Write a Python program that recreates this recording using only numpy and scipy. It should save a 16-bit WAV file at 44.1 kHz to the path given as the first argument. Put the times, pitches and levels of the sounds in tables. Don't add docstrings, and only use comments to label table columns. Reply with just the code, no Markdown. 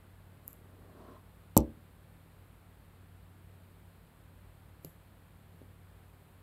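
import sys
import numpy as np
from scipy import signal
from scipy.fft import rfft, irfft
from scipy.io import wavfile

SR = 44100
rng = np.random.default_rng(int(sys.argv[2]) if len(sys.argv) > 2 else 0)


def output_pcm(signal):
    pcm = np.clip(np.atleast_2d(signal).T, -1, 1) * 32767
    wavfile.write(sys.argv[1], SR, np.round(pcm).astype(np.int16))


N = 283122
TIME = np.arange(N) / SR

# multiple of its base rate, rms level in dB.
HUM_HARMONICS = [(3, -69.5), (5, -60), (7, -69.5), (9, -68.5), (11, -82)]
# frequency in Hz, relative level in dB.
AIR_SPECTRUM = [(28, -19.5), (45, 8.5), (110, 0), (190, -0.5), (320, -7), (700, -10.5), (1500, -14.5),
                (2500, -20), (4200, -25), (6000, -37.5), (8200, -27), (10000, -28), (13000, -24.5),
                (15600, -31), (16200, -54.5)]
# start in seconds, drive to the casing's upper resonance in dB, drive to the lower one in
# dB relative to that.
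CASING_TICKS = [(0.4793, -6.5, -18), (0.5071, -35.5, 1.5), (0.5305, -19.5, -10.5), (1.5759, 15, -2.5),
                (4.8484, -12.5, -14)]
# centre in Hz, width in Hz.
CASING_MODES = [(7700, 1575.8), (12400, 2930)]
# frequency in Hz, relative band level in dB.
REVERB_SPECTRUM = [(60, -23), (250, -19), (600, -17.5), (1200, -16), (3000, -13), (7000, -28), (12000, -30),
                   (16000, -28)]
# frequency in Hz, seconds to fade by 60 dB.
REVERB_DECAY = [(60, .2), (300, .22), (1000, .16), (4000, .12), (12000, .09)]
# time of reaching full level in seconds, that level in dB.
FINGER_SCUFFS = [(0.478, -63), (4.849, -64)]
# centre in Hz, width in Hz, relative level in dB.
RUB_LOW_MODES = [(255.4, 130, 0), (351.4, 290, 1)]
# centre in Hz, width in Hz, relative level in dB.
RUB_HIGH_MODES = [(580, 110, 1.5), (1038, 260, 2), (1230, 140, -14), (2420, 2500, -22.5)]
# centre in Hz, width in Hz, gain in dB.
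THUD_MODES = [(90.88, 60, 32), (175, 110, 30.5), (522.55, 108.8, 11), (826, 160, 17.5)]
# frequency in Hz, relative level in dB.
PANE_MODES = [(63.0, -20), (83.0, -34), (133.0, -29.5), (145.0, -31.5), (188.0, -39.5), (218.0, -31.5),
              (229.0, -26.5), (271.0, -35.5), (303.0, -27), (334.0, -28.5), (384.0, -39), (405.0, -33),
              (434.0, -45.5), (497.0, -32), (565.0, -31.5), (641.0, -36.5), (741.0, -42.0), (799.0, -41),
              (812.0, -42), (863.0, -43.5), (885.0, -40.5), (943.0, -50), (1005.0, -41), (1073.0, -43.5),
              (1154.0, -47.5), (1264.0, -51)]
# frequency in Hz, seconds to fade by 60 dB.
PANE_DECAY = [(60, .21), (130, .25), (230, .31), (550, .245), (1000, .17)]
# start in seconds, thump gain in dB, thump pitch in Hz,
# after-ring gain in dB, after-ring pitch in Hz, crack gain in dB.
HAND_BUMPS = [(4.8474, -1, 264, -42.5, 158, -26.5), (5.6160, -7.5, 285, -52.5, 274, -55.5)]
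# frequency in Hz, gain in dB relative to the thump's,
# seconds to fade by 60 dB.
HOLLOW_MODES = [(409, -63.5, 0.23), (529.4, -61, .27)]


def from_db(db):
    return 10 ** (np.asarray(db) / 20)


def unit_rms(x):
    return x / np.sqrt(np.mean(x ** 2) + 1e-20)


def at_hz(points, hz):
    known_hz, values = np.transpose(points)
    return np.interp(np.log(np.maximum(hz, 1)), np.log(known_hz), values)


def cut(x, hz, kind, order):
    return signal.sosfilt(signal.butter(order, hz, kind, fs=SR, output="sos"), x + 1e-18)


def resonate(x, hz, width_hz):
    r, w = np.exp(-np.pi * width_hz / SR), 2 * np.pi * hz / SR
    return signal.lfilter(np.array([1, 0, -1]) * (1 - r * r) / 2, [1, -2 * r * np.cos(w), r * r], x + 1e-18)


def resonate_twice(x, hz, width_hz):
    return resonate(resonate(x, hz, width_hz), hz, width_hz)


def ring(x, hz, t60):
    r, w = np.exp(-np.log(1000) / (t60 * SR)), 2 * np.pi * hz / SR
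    return signal.lfilter([0, np.sin(w)], [1, -2 * r * np.cos(w), r * r], x + 1e-18)


def coloured_noise(gain_at):
    spectrum = rfft(rng.standard_normal(N)) * gain_at(np.fft.rfftfreq(N, 1 / SR))
    return unit_rms(irfft(spectrum, N))


def drift(rate_hz):
    return coloured_noise(lambda hz: 1 / (1 + (hz / rate_hz) ** 2))


def swell(from_s, to_s, rise_db_per_s, fade_db_per_s):
    early_s, late_s = np.maximum(from_s - TIME, 0), np.maximum(TIME - to_s, 0)
    return from_db(-rise_db_per_s * early_s - fade_db_per_s * late_s)


def clicks(times, levels_db):
    return np.bincount(np.round(np.asarray(times) * SR).astype(int), from_db(levels_db), N)


def machine_hum(base_hz=18.56, waver=.21, waver_hz=2.6, slip_rad=.05):
    phase = 2 * np.pi * base_hz * TIME + slip_rad * drift(waver_hz)
    return sum(from_db(db) * np.sqrt(2) * np.sin(k * phase) * (1 + waver * drift(waver_hz))
               for k, db in HUM_HARMONICS)


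def room_tone(level_db=-60.5, hiss_from_hz=6000, waver_db=.23, waver_hz=1.501):
    air = from_db(level_db) * coloured_noise(lambda hz: from_db(at_hz(AIR_SPECTRUM, hz)))
    hiss = irfft(rfft(air) * (np.fft.rfftfreq(N, 1 / SR) > hiss_from_hz), N)
    return air + hiss * (from_db(waver_db * drift(waver_hz)) - 1)


def finger_scuffs(hold_s=.036, lower_db=-9, grain_db=2, grain_hz=150, top_hz=13500):
    friction = rng.standard_normal(N) * from_db(grain_db * drift(grain_hz))
    friction = cut(friction, top_hz, "low", order=12)
    lower, upper = (resonate_twice(friction, hz, width) for hz, width in CASING_MODES)
    envelope = sum(from_db(db) * swell(s, s + hold_s, rise_db_per_s=600, fade_db_per_s=197)
                   for s, db in FINGER_SCUFFS)
    return envelope * unit_rms(from_db(lower_db) * lower + upper)


def casing(snaps, pings, tick_crack_db=-21.5):
    times, upper_db, lower_offset_db = np.transpose(CASING_TICKS)
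    lower_ticks, upper_ticks = clicks(times, upper_db + lower_offset_db), clicks(times, upper_db)
    rattle = crunch(pings)
    ringing = sum(resonate_twice(rattle + ticks, hz, width)
                  for ticks, (hz, width) in zip((lower_ticks, upper_ticks), CASING_MODES))
    grit = crunch(snaps + from_db(tick_crack_db) * lower_ticks)
    return cut(grit, [2300, 8500], "band", order=2), ringing


def crunch(x, decay_s=.0011):
    burst = rng.standard_normal(SR // 100) * np.exp(-TIME[:SR // 100] / decay_s)
    return signal.fftconvolve(x, burst / np.linalg.norm(burst))[:N]


def reverb(x, build_s=.007):
    t = TIME[:SR // 2]
    edges_hz = np.geomspace(45, 17000, 13)
    response = 0
    for low, high in zip(edges_hz, edges_hz[1:]):
        hz = np.sqrt(low * high)
        envelope = np.exp(-np.log(1000) * t / at_hz(REVERB_DECAY, hz)) * (1 - np.exp(-t / build_s))
        band = cut(rng.standard_normal(len(t)), [low, high], "band", order=2)
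        response += from_db(at_hz(REVERB_SPECTRUM, hz)) * band * envelope / np.linalg.norm(envelope)
    return signal.fftconvolve(x, response)[:N]


def sliding_hand(peak_s=1.09, slide_db=-54.5, grip_db=-60.5, light_touch_db=-10, grain_db=2, grain_hz=35):
    slide = from_db(slide_db) * swell(peak_s, peak_s, rise_db_per_s=27.5, fade_db_per_s=129.5)
    grip = from_db(grip_db) * swell(from_s=.978, to_s=1.171, rise_db_per_s=500, fade_db_per_s=500)
    friction = rng.standard_normal(N) * from_db(grain_db * drift(grain_hz))
    body, edge = (sum(from_db(db) * resonate_twice(friction, hz, width) for hz, width, db in modes)
                  for modes in (RUB_LOW_MODES, RUB_HIGH_MODES))
    return slide * unit_rms(body) + np.hypot(from_db(light_touch_db) * slide, grip) * unit_rms(edge)


def knock(start_s=1.5672, touches=4, first_gap_s=.0036, spread=2.127, rebound_loss_db=8):
    k = np.arange(touches)
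    times = start_s + first_gap_s * k ** spread
    loss_db = rebound_loss_db * k
    is_rebound = k > 0
    pushes = clicks(times, levels_db=-.47 - loss_db - 12 * is_rebound)
    snaps = clicks(times, levels_db=-5.5 - loss_db)
    pings = clicks(times, levels_db=1.66 - loss_db - 8.5 * is_rebound)
    return pushes, snaps, pings


def window_pane(pushes, soft_hz=1060, boom_db=.06):
    force = cut(pushes, soft_hz, "low", order=6)
    thud = sum(from_db(db) * resonate(force, hz, width) for hz, width, db in THUD_MODES)
    boom = sum((-1) ** k * from_db(db + boom_db) * ring(force, hz, at_hz(PANE_DECAY, hz))
               for k, (hz, db) in enumerate(PANE_MODES))
    return thud, boom


def ticks_and_knock(crack_send_db=1.5, ring_send_db=-6, low_cut_hz=50):
    pushes, snaps, pings = knock()
    crack, ringing = casing(snaps, pings)
    thud, boom = window_pane(pushes)
    reflections = reverb(thud + from_db(crack_send_db) * crack + from_db(ring_send_db) * ringing)
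    return cut(thud + boom + crack + ringing + reflections, low_cut_hz, "high", order=4)


def hand_bumps(soft_hz=620, crack_band_hz=(1200, 9500), send_db=7):
    hits, rings = 0, 0
    for start_s, thump_db, thump_hz, ring_db, ring_hz, crack_db in HAND_BUMPS:
        touch = signal.unit_impulse(N, round(start_s * SR))
        push = cut(touch, soft_hz, "low", order=3)
        hits += from_db(thump_db) * resonate(push, thump_hz, width_hz=230)
        hits += from_db(crack_db) * cut(crunch(touch), crack_band_hz, "band", order=2)
        rings += from_db(ring_db) * ring(push, ring_hz, t60=.17)
        rings += sum(from_db(thump_db + db) * ring(push, hz, t60) for hz, db, t60 in HOLLOW_MODES)
    return hits + rings + from_db(send_db) * reverb(hits)


def scene():
    handling = ticks_and_knock() + hand_bumps() + finger_scuffs() + sliding_hand()
    return (handling + machine_hum() + room_tone())[None]


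def record(dry, stop_hz=16900):
    return signal.sosfilt(signal.cheby2(16, 70, stop_hz, fs=SR, output="sos"), dry)


dry = scene()
out = record(dry)
output_pcm(out)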